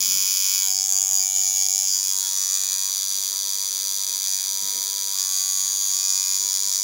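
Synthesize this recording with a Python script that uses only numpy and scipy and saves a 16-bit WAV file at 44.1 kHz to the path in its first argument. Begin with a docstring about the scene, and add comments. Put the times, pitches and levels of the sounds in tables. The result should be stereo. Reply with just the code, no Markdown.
"""A small room, where a coil tattoo machine buzzes: beside the microphone, held up, then on the skin.
Its armature strikes the frame about 96 times a second and rings it in the treble, and the colour
shifts as the hand turns and carries it. Skin shortens the stroke, so the buzz turns faster and
rougher with each dab of the needle. Underneath are soft bumps on the bench, faint air and mains hum."""
import sys
import numpy as np
from scipy import signal
from scipy.fft import rfft, irfft
from scipy.io import wavfile
from scipy.ndimage import uniform_filter1d

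SR = 44100
rng = np.random.default_rng(int(sys.argv[2]) if len(sys.argv) > 2 else 0)


def materialize(psi):
    """Save the field psi as 16-bit PCM at rate SR to the path in sys.argv[1].

    A 1-D psi becomes a single channel; in a 2-D psi each row is a channel.
    """
    bounded = np.clip(np.atleast_2d(psi).T, -1, 1)
    quanta = np.round(bounded * 32767).astype(np.int16)
    wavfile.write(sys.argv[1], SR, quanta)


N = 301203
TIME = np.arange(N) / SR


def gain_of(db):
    """Decibels to gain."""
    return 10 ** (np.asarray(db) / 20)


def unit_rms(x):
    """Scales to an rms of one."""
    return x / np.sqrt(np.mean(x ** 2) + 1e-20)


def curve_at(points, hz):
    """Reads an EQ curve of (Hz, dB) points on a log-frequency axis."""
    point_hz, db = np.transpose(points)
    return np.interp(np.log(hz + 1), np.log(point_hz + 1), db)


def coloured_noise(points):
    """White noise through an EQ curve."""
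    gain = gain_of(curve_at(points, np.fft.rfftfreq(N, 1 / SR)))
    return irfft(rfft(rng.standard_normal(N)) * gain, N)


def bandpass(x, low_hz, high_hz):
    """A gentle band filter."""
    return signal.sosfilt(signal.butter(2, [low_hz, high_hz], "band", fs=SR, output="sos"), x)


def bell(x, centre, width):
    """A smooth hump of height one."""
    return np.exp(-((x - centre) / width) ** 2)


def gate(t, start, end, ramp):
    """One between start and end, with sloping edges."""
    return np.clip(.5 + (t - start) / ramp, 0, 1) - np.clip(.5 + (t - end) / ramp, 0, 1)


def minimum_phase(gain):
    """Gives a magnitude the phase of something that rings only after it is struck."""
    log_gain = np.log(np.maximum(gain, 1e-5))
    mirrored = np.r_[log_gain, log_gain[-2:0:-1]]
    return np.exp(np.conj(signal.hilbert(mirrored)))[:len(gain)]


# The armature stumbles now and then. Each row: time in seconds, how early in ms, level change in dB.
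STUMBLES = [(.859, 1.35, -2), (.870, 1.5, -1.5), (1.675, 1.35, -5), (3.697, 1.8, -4), (4.057, 0.14, -6),
            (4.097, 1.8, 0.5), (6.706, 1.8, -3)]

def armature_blows(cycles, load, jitter_ms=0.0057, skin_jitter_ms=0.014, drift_ms=0.018):
    """One sharp blow a cycle; skin roughens their timing and evens out their force."""
    times = np.interp(np.arange(np.ceil(cycles[0]), cycles[-1]), cycles, TIME)
    pressed = np.interp(times, TIME, load)
    jitter, drift, force = rng.standard_normal((len(times), 3)).T
    late_ms = jitter * (jitter_ms + skin_jitter_ms * pressed)
    late_ms += drift_ms * unit_rms(uniform_filter1d(drift, size=5))
    times += late_ms / 1000
    force_db = force * (0.8 - 0.69 * pressed)
    for at, early_ms, db in STUMBLES:
        nearest = np.argmin(abs(times - at))
        times[nearest] -= early_ms / 1000
        force_db[nearest] += db
    # a windowed sinc lets each blow land between samples
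    taps = np.round(times * SR).astype(int)[:, None] + np.arange(-10, 11)
    offset = taps - times[:, None] * SR
    blows = gain_of(force_db)[:, None] * np.sinc(offset) * np.sinc(offset / 10)
    return np.bincount(np.clip(taps, 0, N - 1).ravel(), blows.ravel(), N)


def needle_scrape(cycles, load, fade_cycles=0.077):
    """The needle bar rubs in its tube after each blow, harder when it is in the skin."""
    grit = coloured_noise([(3500, 10.5), (7000, -6.5), (9000, 10), (15000, 9.5)])
    rub = unit_rms(0.24 + np.exp(-(cycles % 1) / fade_cycles))
    return grit * rub * (gain_of(-48) + gain_of(-49) * load)


def knock_cluster(pattern, start_ms, fade_ms):
    """A dying cluster of small knocks, as a spectrum of mean power one."""
    age_ms = np.arange(len(pattern)) / SR * 1000 - start_ms
    knocks = pattern * (age_ms > 0) * np.exp(-abs(age_ms) / fade_ms)
    return rfft(knocks / np.linalg.norm(knocks))


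# The frame's metallic rings. Each row: pitch in Hz, width in Hz, then relative level in dB
# for each grip: beside the microphone, held up, on the skin.
FRAME_MODES = [(974, 47, -20.5, -40, -22), (1128, 160, -25.5, -29, -24.5), (1435, 56, -22, -40, -45),
               (2328, 146, -27, -20.5, -26.5), (2483, 53, -19, -26, -27), (3260, 740, -18, -25, -41),
               (3330, 144, -25, -19, -17.5), (4740, 270, -4, -11, -6.5), (5234, 520, -5.5, -14.5, -12.5),
               (5933, 88, 3, -8.5, 1), (6510, 990, -30, -6, -28), (6832, 720, -1, -1, -4),
               (10309, 240, -9, -16.5, -24), (11020, 790, -13, -18, -21.5), (14700, 280, -10.5, -16, -30),
               (15350, 2600, -12.5, -18.5, -18.5)]
# The bare crack of a stroke. Each row: frequency in Hz, relative level in dB.
CRACK_EQ = [(60.0, -51), (250.0, -40.5), (600.0, -36.5), (1900.0, -32), (3000.0, -36.5), (3400.0, -20),
            (5600.0, -17), (7300.0, -30.5), (7900.0, -22), (9500.0, -18), (12200.0, -25.5),
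            (13300.0, -32.5), (16000.0, -26.5)]
# The mix of a stroke in those three grips. Each row: start in seconds, trims in dB for crack, bounce,
# rattle, room and spring click, then the click's delay in ms.
GRIPS = [(0, -3, -6.5, 4.5, 0, -7.5, 5.3), (0.631, -4.5, 2, -2, -0.5, 1.5, 7.9),
         (2.05, 0.5, 1.5, -1, -1, 6, 8.2)]

def stroke_ring(grip_mix, patterns):
    """One stroke: blow, bounce, rattle, room echoes and spring click, all through the frame's modes."""
    _, crack_db, bounce_db, rattle_db, room_db, spring_db, spring_ms = grip_mix @ np.array(GRIPS)
    hz = np.fft.rfftfreq(patterns.shape[1], 1 / SR)

    def eq(db, points):
        return gain_of(db + curve_at(points, hz))

    power = eq(crack_db, CRACK_EQ) ** 2
    for mode_hz, width, *mode_db in FRAME_MODES:
        power += grip_mix @ gain_of(mode_db) ** 2 / (1 + (2 * (hz - mode_hz) / width) ** 2) ** 2
    blow = eq(0, [(7000, 1), (9500, 2.5), (14000, -3)])
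    bounce = knock_cluster(patterns[0], start_ms=.3, fade_ms=0.43)
    bounce *= eq(bounce_db, [(7000, 2), (9000, 1.5), (15000, -1.5)])
    rattle = knock_cluster(patterns[1], start_ms=.4, fade_ms=3.07)
    rattle *= eq(rattle_db, [(6500, 0), (9000, -14.5), (15000, -11)])
    echoes = knock_cluster(patterns[2], 1.3, 21.2) + 0.63 * knock_cluster(patterns[3], 7.6, 47)
    echoes *= eq(room_db, [(800, 2.5), (2000, 4), (5000, -11), (10000, -3.5)])
    spring = knock_cluster(patterns[0], start_ms=spring_ms - .3, fade_ms=1.04)
    spring *= eq(spring_db, [(6500, -9.5), (10500, -11), (14500, -3)])
    knocks = blow + bounce + rattle + echoes + spring
    # the knocks share out the stroke's energy in time; the modes decide its colour
    knock_power = uniform_filter1d(abs(knocks) ** 2, size=25)
    return irfft(knocks * minimum_phase(np.sqrt(power / knock_power)))


# The hand carries the machine. 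Each row: time in seconds, distance in wavelengths of the ring.
HAND_PATH = [(0, -0.5), (.55, 0.22), (.9, 1), (1.8, 4.5), (2.4, 9), (2.9, 10), (5.1, 10.5), (5.35, 12),
             (5.65, 12.5), (6.1, 14), (6.83, 16)]

def carried_frame(drive, size=4096):
    """Rings the frame as it moves: the grip changes, and each wavelength of travel renews the echoes."""
    hop = size // 2
    places = rng.standard_normal((20, 4, size))
    padded, out = np.pad(drive, (hop, size)), np.zeros(N + 4 * size)
    for at in range(0, N + hop, hop):
        now = at / SR
        lifted = np.clip(.5 + (now - GRIPS[1][0]) / 0.17, 0, 1)
        landed = np.clip(.5 + (now - GRIPS[2][0]) / 0.35, 0, 1)
        grip_mix = np.array([1 - lifted, lifted * (1 - landed), landed])
        distance = np.interp(now, *np.transpose(HAND_PATH))
        place, blend = divmod(np.clip(distance, 0, len(places) - 2), 1.0)
        patterns = (1 - blend) * places[int(place)] + blend * places[int(place) + 1]
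        grain = padded[at:at + size] * signal.windows.hann(size, sym=False)
        out[at:at + 2 * size - 1] += signal.fftconvolve(grain, stroke_ring(grip_mix, patterns))
    return out[hop:hop + N]


# Skin damps the frame. Each row: frequency in Hz, gain in dB at firm pressure.
SKIN_DAMPING = [(1000, -3), (2000, -1.5), (3500, -.8), (4700, -0.5), (5400, -3), (6000, 0.5), (7000, -1),
                (9000, -1.75), (15000, -1.5)]
# The whine, the frame's strongest rings, rides the turning hand. Each row: time in seconds, gain in dB.
WHINE_RIDE = [(0, 1), (.3, -0.5), (1.35, 0), (2.2, -.5), (2.6, 0), (3.5, -5.5), (4.9, -4.5), (5.15, -5),
              (5.3, -1.5), (6.1, 3.5), (6.83, 1)]
# A ring stands out or sinks while the frame is held a certain way.
# Each row: start and end in seconds, centre and width in Hz, gain in dB.
HELD_ANGLES = [(0, 0.636, 2310, 190, 9.5), (0, .6, 4840, 450, 1), (0.71, 2.38, 2300, 240, -4.5),
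               (0.693, 1.334, 4200, 650, -6.5), (1.358, 2.122, 5460, 402.5, 4.5),
               (2.41, 2.788, 1550, 900, 2.5), (2.5, 5.92, 5420, 353, -7.5), (5.274, 5.964, 6450, 210, 5),
               (6.015, 6.353, 2420, 220, 2.5), (6.01, 6.9, 5350, 450, 1.5)]
# A ring flares or drops out as the frame swings past the microphone.
# Each row: midpoint and length in seconds, centre and width in Hz, gain in dB.
SWINGS = [(0.644, .07, 5200, 700, -5), (.77, 0.19, 4960, 550, 9), (0.777, 0.084, 7060, 600, -1.5),
          (0.794, 0.098, 13900, 5000, -4), (0.964, 0.078, 4800, 300, 11.5), (1.075, .11, 4800, 544.6, 0),
          (1.21, 0.11, 4850, 300, 10), (1.27, .09, 5750, 450, -2), (1.935, 0.17, 4940, 300, 10),
          (1.96, 0.15, 3860, 446, -7), (2.247, 0.38, 4930, 400, -5.5), (2.53, 0.068, 6200, 1800, 3),
          (4.32, 0.11, 6070, 1500, 3), (5.213, 0.09, 5730, 1500, 4.5), (6.105, 0.1, 6300, 1100, 2.5)]

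def hand_and_skin_eq(frame, load, swirl_db=1.9, ramp_s=0.02):
    """Skin damps the rings; the turning hand makes them swell, fade and swirl."""
    hz, t, spectra = signal.stft(frame, SR, nperseg=512, noverlap=384)
    db = np.outer(curve_at(SKIN_DAMPING, hz), np.interp(t, TIME, load))
    db += np.outer(bell(hz, centre=6860, width=320), np.interp(t, *np.transpose(WHINE_RIDE)))
    for start, end, centre, width, boost in HELD_ANGLES:
        db += boost * np.outer(bell(hz, centre, width), gate(t, start, end, ramp_s))
    for at, length, centre, width, boost in SWINGS:
        db += boost * np.outer(bell(hz, centre, width), bell(t, at, length / 2))
    # the colour swirls in patches while the machine travels through the air
    patch_shape = np.outer(np.hanning(7), np.hanning(45))
    patches = signal.fftconvolve(rng.standard_normal(spectra.shape), patch_shape, "same")
    db += swirl_db * unit_rms(patches) * gate(t, start=.62, end=2.3, ramp=ramp_s)
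    return signal.istft(spectra * gain_of(db), nperseg=512, noverlap=384)[1][:N]


# The buzz with the needle in the air; the coils slow a little as they run.
# Each row: time in seconds, strokes per second.
FREE_SPEED = [(0, 95.86), (1.9, 95.82), (2.4, 95.63), (6.83, 95.38)]

def tattoo_machine(frame_db=20, load_rise_hz=2.7):
    """Strokes ring the frame; under load they come faster and the skin drums along."""
    load = needle_pressure()
    stroke_hz = np.interp(TIME, *np.transpose(FREE_SPEED)) + load_rise_hz * load
    cycles = np.cumsum(stroke_hz) / SR - .55
    blows = armature_blows(cycles, load)
    frame = carried_frame(blows + needle_scrape(cycles, load))
    frame = hand_and_skin_eq(frame, load)
    # the small frame radiates little bass
    frame = signal.sosfilt(signal.butter(2, 430, "high", fs=SR, output="sos"), frame)
    return gain_of(frame_db) * frame + loose_parts(blows) + skin_drum(blows, load)


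# A bed of still room air. Each row: frequency in Hz, relative level in dB.
AIR_EQ = [(20, 3.5), (45, -3), (100, 5), (170, 0.5), (500, -6.5), (1500, -2.5), (5000, -20), (16000, -49)]

def room_tone(air_db=-62, mains_db=-75, octave_db=-79):
    """Faint air, with 50 Hz mains hum and its octave."""
    phase = 2 * np.pi * 50 * TIME
    hum = np.sqrt(2) * (gain_of(mains_db) * np.sin(phase) + gain_of(octave_db) * np.sin(2 * phase))
    return gain_of(air_db) * unit_rms(coloured_noise(AIR_EQ)) + hum


# Soft, dull thuds. Each row: midpoint in seconds, level in dB, centre in Hz, length in seconds.
BENCH_BUMPS = [(0.11, -52.5, 216, 0.36), (4.65, -52.5, 179, 0.07), (4.773, -53.5, 314, 0.09),
               (6.456, -58, 400, 0.085)]

def bench_bumps():
    """Hands and arms push on the bench's padding, each a short swell of low noise."""
    out = np.zeros(N)
    for at, db, hz, length in BENCH_BUMPS:
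        thud = bandpass(rng.standard_normal(N), hz / 1.84, hz * 1.78)
        out += gain_of(db) * unit_rms(thud) * bell(TIME, at, length / 2)
    return out


# Loose parts hum along while the machine is held up.
# Each row: start and end in seconds, pitch and half-width in Hz, level in dB.
LOOSE_PARTS = [(.66, 1.86, 753, 59, -51), (1.2, 1.84, 2340, 49.6, -50)]

def loose_parts(blows, ramp_s=0.034):
    """Each loose part is one narrow resonance, shaken by the strokes."""
    out = np.zeros(N)
    for start, end, hz, half_width, db in LOOSE_PARTS:
        hum = unit_rms(bandpass(blows, hz - half_width, hz + half_width))
        out += gain_of(db) * gate(TIME, start, end, ramp_s) * hum
    return out


# The needle digs into the skin. Each row: start and end in seconds, pressure (1 is firm),
# share by which it eases between dabs.
NEEDLE_PRESSES = [(2.882, 3.181, .56, 0), (3.185, 4.232, 1.109, .6), (4.451, 4.841, .841, 0),
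                  (4.841, 5.128, 1.003, 0), (5.692, 5.9, .885, 0), (6.388, 6.501, .947, 0),
                  (6.593, 6.692, 1.133, 0), (6.77, 6.9, 1.083, 0)]

def needle_pressure(dabs_per_s=7.6, ramp_s=.05, tremor_depth=.1, tremor_hz=9):
    """How hard the needle bears on the skin: wavering in a line, pulsing in a run of dabs."""
    load = np.zeros(N)
    for start, end, pressure, ease in NEEDLE_PRESSES:
        between_dabs = np.sin(np.pi * dabs_per_s * (TIME - start)) ** 2
        load += pressure * gate(TIME, start, end, ramp_s) * (1 - ease * between_dabs)
    tremor_band = bell(np.fft.rfftfreq(N, 1 / SR), tremor_hz, tremor_hz / 2)
    tremor = irfft(rfft(rng.standard_normal(N)) * tremor_band, N)
    return load * (1 + tremor_depth * unit_rms(tremor))


def skin_drum(blows, load, level_db=-58, centre_hz=420):
    """The skin drums under the blows, louder the harder the needle presses."""
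    return gain_of(level_db) * load * unit_rms(bandpass(blows, centre_hz / 1.21, centre_hz * 1.19))


def scene():
    """Everything reaches one microphone, the same in both channels."""
    return np.tile(tattoo_machine() + bench_bumps() + room_tone(), (2, 1))


def record(dry, cutoff_hz=15830):
    """A steep low-pass trims the very top."""
    lowpass = signal.firwin(1023, cutoff_hz, window=("kaiser", 9), fs=SR)
    return signal.oaconvolve(dry, lowpass[None], "same")


dry = scene()
out = record(dry)
materialize(out)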